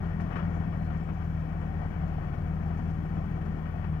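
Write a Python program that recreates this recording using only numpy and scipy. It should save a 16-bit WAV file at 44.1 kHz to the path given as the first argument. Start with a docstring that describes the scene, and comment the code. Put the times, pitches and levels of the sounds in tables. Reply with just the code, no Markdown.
"""Bulldozer creeping over rubble

A diesel drones at near-steady speed: firing harmonics over puffing exhaust turbulence.
The running gear rattles the steel body, rollers ring and gears whine. Track links knock,
steel clatters on rubble, grit scrapes, stones click and dry pins squeak faintly.
The treble lies mostly on the left; faint yard noise and hiss fill both sides."""
import sys
import numpy as np
from scipy import signal
from scipy.fft import rfft, irfft
from scipy.io import wavfile

SR = 44100
rng = np.random.default_rng(int(sys.argv[2]) if len(sys.argv) > 2 else 0)


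def store_wav(level_fs):
    """Save 16-bit WAV to argv[1]."""
    pcm = np.round(np.clip(np.atleast_2d(level_fs), -1, 1) * 32767)
    wavfile.write(sys.argv[1], SR, pcm.T.astype(np.int16))


N = 176400
T = np.arange(N) / SR
HZ = np.fft.rfftfreq(N, 1 / SR)


def amp(db):
    """Decibels to gain."""
    return 10 ** (np.asarray(db) / 20)


def unit(x):
    """Scale to rms 1."""
    return x / np.sqrt(np.mean(x ** 2) + 1e-20)


def spectrum(points):
    """Interpolate a table over log frequency."""
    hz, value = np.transpose(points)
    return np.interp(np.log(HZ + 1), np.log(hz + 1), value)


def curve(points):
    """Interpolate a table over time."""
    return np.interp(T, *np.transpose(points))


def colour(x, density_db):
    """Shape white sound of rms 1 to a spectrum in dB per Hz."""
    return irfft(rfft(x) * amp(density_db), N) * np.sqrt(SR / 2)


def wander(rate_hz):
    """Random drift of rms 1, low-passed at rate_hz."""
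    return unit(irfft(rfft(rng.standard_normal(N)) / np.sqrt(1 + (HZ / rate_hz) ** 8), N))


def blow(start_s, level_db, rise_s, decay_s):
    """Impact envelope: linear rise, exponential fall."""
    age = np.maximum(T - start_s, 0)
    return amp(level_db) * np.minimum(age / rise_s, 1) * np.exp(-np.maximum(age - rise_s, 0) / decay_s)


def ring(centre_hz, width_hz):
    """Noise in one steep resonance, 0 dB per Hz at the peak."""
    return colour(rng.standard_normal(N), -20 * np.log10(1 + ((HZ - centre_hz) / width_hz) ** 2))


# Engine speed: time_s, cycle_rate_hz
ENGINE_SPEED = [(0, 20.3), (.3, 21), (.9, 19.8), (1.15, 20.16), (2.3, 18.95), (2.7, 20.02), (3.3, 19.8),
                (4, 19.6)]
# Exhaust tones: cycle_multiple, level_db
EXHAUST_ORDERS = [(1, -49.5), (2, -40.5), (3, -57), (4, -34.8), (5, -44.5), (6, -48), (7, -52.5),
                  (8, -34.8), (9, -46.5), (10, -53), (15, -61)]
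# Exhaust turbulence: freq_hz, density_db
EXHAUST_SPECTRUM = [(10, -88), (30, -75), (55, -67.5), (72, -62), (92, -56.5), (115, -62.5), (145, -62),
                    (170, -56.5), (195, -55.5), (218, -64.5), (260, -66), (310, -71), (450, -77.5),
                    (900, -100), (3000, -150)]
# Exhaust level: time_s, firing_gain_db, turbulence_gain_db
EXHAUST_GAIN = [(0, -0.5, 0.5), (.3, -0.5, 3), (.8, 1, 2.5), (1.15, -.5, -2), (1.6, -.5, 0), (2.3, -1, 1),
                (2.55, 1.3, -.5), (2.8, 0, 1.5), (2.95, -0.5, -.5), (3.2, 0, 1), (3.5, -2.9, 3),
                (4, 1, -3.5)]


def engine(firings_per_cycle=4, waver_hz=6, puff_depth=.25):
    """Firing harmonics in step, weaker lines from uneven cylinders, a turbulent puff per firing."""
    cycle_phase = 2 * np.pi * np.cumsum(curve(ENGINE_SPEED)) / SR
    firing_gain = amp(curve([(s, db) for s, db, _ in EXHAUST_GAIN]))
    turbulence_gain = amp(curve([(s, db) for s, _, db in EXHAUST_GAIN]))
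    tones = np.zeros(N)
    for order, level_db in EXHAUST_ORDERS:
        is_firing = order % firings_per_cycle == 0
        phase = order * cycle_phase + (rng.uniform(0, 2 * np.pi) if order % 2 else np.pi)
        waver = .13 if is_firing else .2 * min(order / firings_per_cycle, 1) ** 2
        line = (1 + waver * wander(waver_hz)) * np.cos(phase)
        line += waver * wander(waver_hz) * np.sin(phase)
        tones += amp(level_db) * np.sqrt(2) * line * (firing_gain if is_firing else 1)
    puffs = unit(rng.standard_normal(N) * (1 + puff_depth * np.cos(firings_per_cycle * cycle_phase)))
    return tones + turbulence_gain * colour(puffs, spectrum(EXHAUST_SPECTRUM))


# Steel body resonances: centre_hz, width_hz, lift_db
BODY_MODES = [(748, 80, 4.5), (1858, 115, 7), (2268, 115, 11), (2566, 90, 8.5), (2940, 80, 7),
              (4445, 110, 6.5), (5270, 110, 6.5), (5857, 80, 4.5)]


def body_lift_db():
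    """Resonant peaks of the steel body."""
    return sum(db / (1 + (2 * (HZ - hz) / width_hz) ** 2) for hz, width_hz, db in BODY_MODES)


# Running gear rattle: freq_hz, density_db
RATTLE_SPECTRUM = [(100, -93), (300, -73), (430, -76), (540, -75.5), (660, -73.5), (850, -76.5),
                   (1100, -76), (1500, -78.5), (2080, -89.5), (2750, -96.5), (3300, -94.5), (3620, -108),
                   (6400, -110), (7300, -120), (11000, -130)]
# Rattle level: time_s, gain_db
RATTLE_GAIN = [(0, 1.5), (.55, 1.5), (.8, 0), (1.1, 0), (1.5, -0.6), (1.87, 0.4), (2.3, 0.5), (3, -0.36),
               (3.5, 0), (4, -1)]


def running_gear(grains_per_s=1800, spread_db=1.5, grain_share=.22, flutter_db=.83):
    """Dense small impacts and fluttering friction ring the steel body."""
    sizes = amp(spread_db * np.minimum(rng.exponential(1, N), 4))
    grains = unit(sizes * rng.choice([-1, 1], N) * (rng.random(N) < grains_per_s / SR))
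    drive = np.sqrt(grain_share) * grains + np.sqrt(1 - grain_share) * rng.standard_normal(N)
    gain = amp(curve(RATTLE_GAIN) + flutter_db * wander(rate_hz=22.2))
    return colour(drive * gain, spectrum(RATTLE_SPECTRUM) + body_lift_db())


# Track link knocks: start_s, level_db
LINK_KNOCKS = [(.312, -3), (.485, -7.5), (0.564, 0), (1.085, -3), (1.644, -9), (1.818, -4), (1.94, -8),
               (2.009, -16), (2.091, -8), (2.183, -1.5), (2.336, -6), (2.701, 1), (2.786, -2), (2.888, -4),
               (3.168, 1), (3.37, -3.5), (3.736, -4)]
# Knock thud: freq_hz, density_db
THUD_SPECTRUM = [(120, -76.5), (250, -57.5), (430, -71.5), (600, -67), (720, -59), (900, -72), (1500, -76),
                 (2500, -94), (7000, -135)]
# Track shoe modes: pitch_hz, level_db, decay_s
SHOE_MODES = [(701, -45.5, .024), (743, -42, 0.016)]


def track_knocks(rise_s=.0016):
    """Links thud and briefly ring a track shoe."""
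    envelope, rings = np.zeros((2, N))
    for start_s, level_db in LINK_KNOCKS:
        envelope += blow(start_s, level_db, rise_s, decay_s=.017)
        for pitch_hz, mode_db, decay_s in SHOE_MODES:
            mode = np.sin(2 * np.pi * pitch_hz * (T - start_s))
            rings += blow(start_s, level_db + mode_db, rise_s, decay_s) * mode
    return rings + colour(rng.standard_normal(N) * envelope, spectrum(THUD_SPECTRUM))


# Steel hitting rubble: start_s, level_db, decay_s
CLATTER_HITS = [(0.197, -7, 0.02), (.302, -8.5, .03), (.324, -10.5, 0.041), (.354, -1, 0.034),
                (0.389, -10, 0.02), (.635, -13, 0.017), (0.901, -9.5, 0.017), (1.086, -10.5, 0.02),
                (3.654, -8, 0.018), (3.841, -6.5, 0.013)]
# Clatter: freq_hz, density_db
CLATTER_SPECTRUM = [(150, -78.5), (400, -68), (800, -65), (1300, -62), (1550, -65.5), (2100, -76),
                    (2800, -81.5), (3300, -82.5), (3800, -94), (6400, -104), (8000, -118), (12000, -130)]


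def clatter(rise_s=.0032):
    """Steel strikes rubble; bright bursts ring the body."""
    envelope = sum(blow(start_s, db, rise_s, decay_s) for start_s, db, decay_s in CLATTER_HITS)
    return colour(rng.standard_normal(N) * envelope, spectrum(CLATTER_SPECTRUM) + body_lift_db())


# Track roller ring: time_s, density_db
ROLLER_LEVEL = [(0, -74), (.5, -76.5), (.85, -67.5), (1.3, -71), (1.55, -67), (2.05, -70), (2.55, -69.5),
                (2.95, -74.5), (3.4, -76), (4, -71.5)]


def rollers(throb_hz=10.8, throb_depth=.45):
    """Ringing rollers throb as the links pass."""
    throb = 1 + throb_depth * np.sin(2 * np.pi * (throb_hz * T + rng.random()))
    return amp(curve(ROLLER_LEVEL)) * throb * ring(centre_hz=740, width_hz=55)


# Gear whine: time_s, density_db
WHINE_LEVEL = [(0, -74), (.6, -75.5), (1.1, -82.5), (1.5, -81.5), (1.85, -76), (2.3, -84.5), (4, -78.5)]


def gear_whine():
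    """Gears whine in a narrow, fuzzy noise band."""
    return amp(curve(WHINE_LEVEL)) * ring(centre_hz=1850, width_hz=67)


# Stone clicks: start_s, level_db
STONE_HITS = [(.204, 2), (.362, -2.5), (.535, -9), (.843, -4), (2.076, -6), (2.379, -7.5), (2.675, -5),
              (2.77, -4), (2.93, -6)]
# Click: freq_hz, density_db
STONE_SPECTRUM = [(1000, -115), (3000, -102), (4200, -99), (6400, -99), (7800, -108), (10500, -108),
                  (15000, -122)]


def stone_clicks():
    """Stones click in thin bursts of treble noise."""
    envelope = sum(blow(start_s, db, rise_s=.003, decay_s=.02) for start_s, db in STONE_HITS)
    return colour(rng.standard_normal(N) * envelope, spectrum(STONE_SPECTRUM))


# Track pin squeaks: start_s, length_s, from_hz, to_hz, level_db
PIN_SQUEAKS = [(.755, .18, 4146, 4146, -69), (.48, .125, 6530, 6630, -72.5), (.97, .12, 7450, 7720, -79),
               (1.56, .09, 7580, 7540, -82), (2.55, .16, 5750, 6350, -80), (3.3, .3, 8550, 8900, -86),
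               (3.84, .14, 8900, 8600, -82)]


def pin_squeaks(jitter_depth=.0035, shake_db=4.5):
    """Dry track pins squeak in thin, unsteady glides that swell and fade."""
    jitter = 1 + jitter_depth * wander(rate_hz=149)
    shake = amp(shake_db * wander(rate_hz=35))
    tones = np.zeros(N)
    for start_s, length_s, from_hz, to_hz, level_db in PIN_SQUEAKS:
        progress = np.clip((T - start_s) / length_s, 0, 1)
        pitch_hz = (from_hz + (to_hz - from_hz) * progress) * jitter
        tones += amp(level_db) * np.sin(np.pi * progress) * np.sin(2 * np.pi * np.cumsum(pitch_hz) / SR)
    return tones * shake


# Grit level: time_s, gain_db
GRIT_GAIN = [(0, -7), (.6, -5.5), (1.2, -2), (2.1, -5), (2.5, -4), (2.8, 1), (3.2, -0.5), (3.6, -7),
             (4, -19.5)]
# Grit scrape: freq_hz, density_db
GRIT_SPECTRUM = [(1000, -135), (3500, -112), (5000, -111), (6400, -108), (7400, -117), (9000, -121),
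                 (15000, -135)]


def grit(flicker_db=3.5):
    """Grit scrapes under the tracks in flickering bursts."""
    bursts = amp(curve(GRIT_GAIN)) * unit(amp(flicker_db * wander(rate_hz=30)))
    return colour(bursts * rng.standard_normal(N), spectrum(GRIT_SPECTRUM))


# Background noise: freq_hz, density_db
YARD_SPECTRUM = [(15, -85), (35, -71), (100, -72), (250, -78.5), (500, -88.5), (900, -95.5), (1600, -106.5),
                 (3000, -109.3), (6500, -118.3), (10500, -119.7), (13000, -117.6), (15600, -112.8)]


def yard_noise():
    """Distant yard noise and microphone hiss, independent on each side."""
    return colour(rng.standard_normal((2, N)), spectrum(YARD_SPECTRUM))


# Right level against left: freq_hz, gain_db
RIGHT_GAIN = [(40, -1.5), (80, -3.5), (160, -3), (250, -10.5), (400, -9.5), (600, -15), (760, -14),
              (1200, -23), (1800, -31), (2600, -22), (4000, -18.5), (9000, -12)]
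# Right phase behind left: freq_hz, lag_rad
RIGHT_LAG = [(20, 0), (45, .1), (80, .25), (160, .45), (340, 1.0), (700, 1.6), (1300, 2.2), (3000, 2.0)]


def scene(fade_s=.006):
    """The bulldozer reaches the right side later and much duller, over the yard noise."""
    left = engine() + running_gear() + rollers() + gear_whine() + grit()
    left += track_knocks() + clatter() + stone_clicks() + pin_squeaks()
    edge_s = np.minimum(T, T[::-1])
    left *= np.sin(np.pi / 2 * np.minimum(edge_s / fade_s, 1)) ** 2
    right_response = amp(spectrum(RIGHT_GAIN)) * np.exp(-1j * spectrum(RIGHT_LAG))
    right = irfft(rfft(left) * right_response, N)
    return np.array([left, right]) + yard_noise()


def record(dry):
    """Steep low-pass band limit."""
    cutoff_hz = 15720
    lowpass = signal.firwin(801, cutoff_hz, window=("kaiser", 9), fs=SR)
    return signal.oaconvolve(dry, lowpass[None], "same")


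dry = scene()
out = record(dry)
store_wav(out)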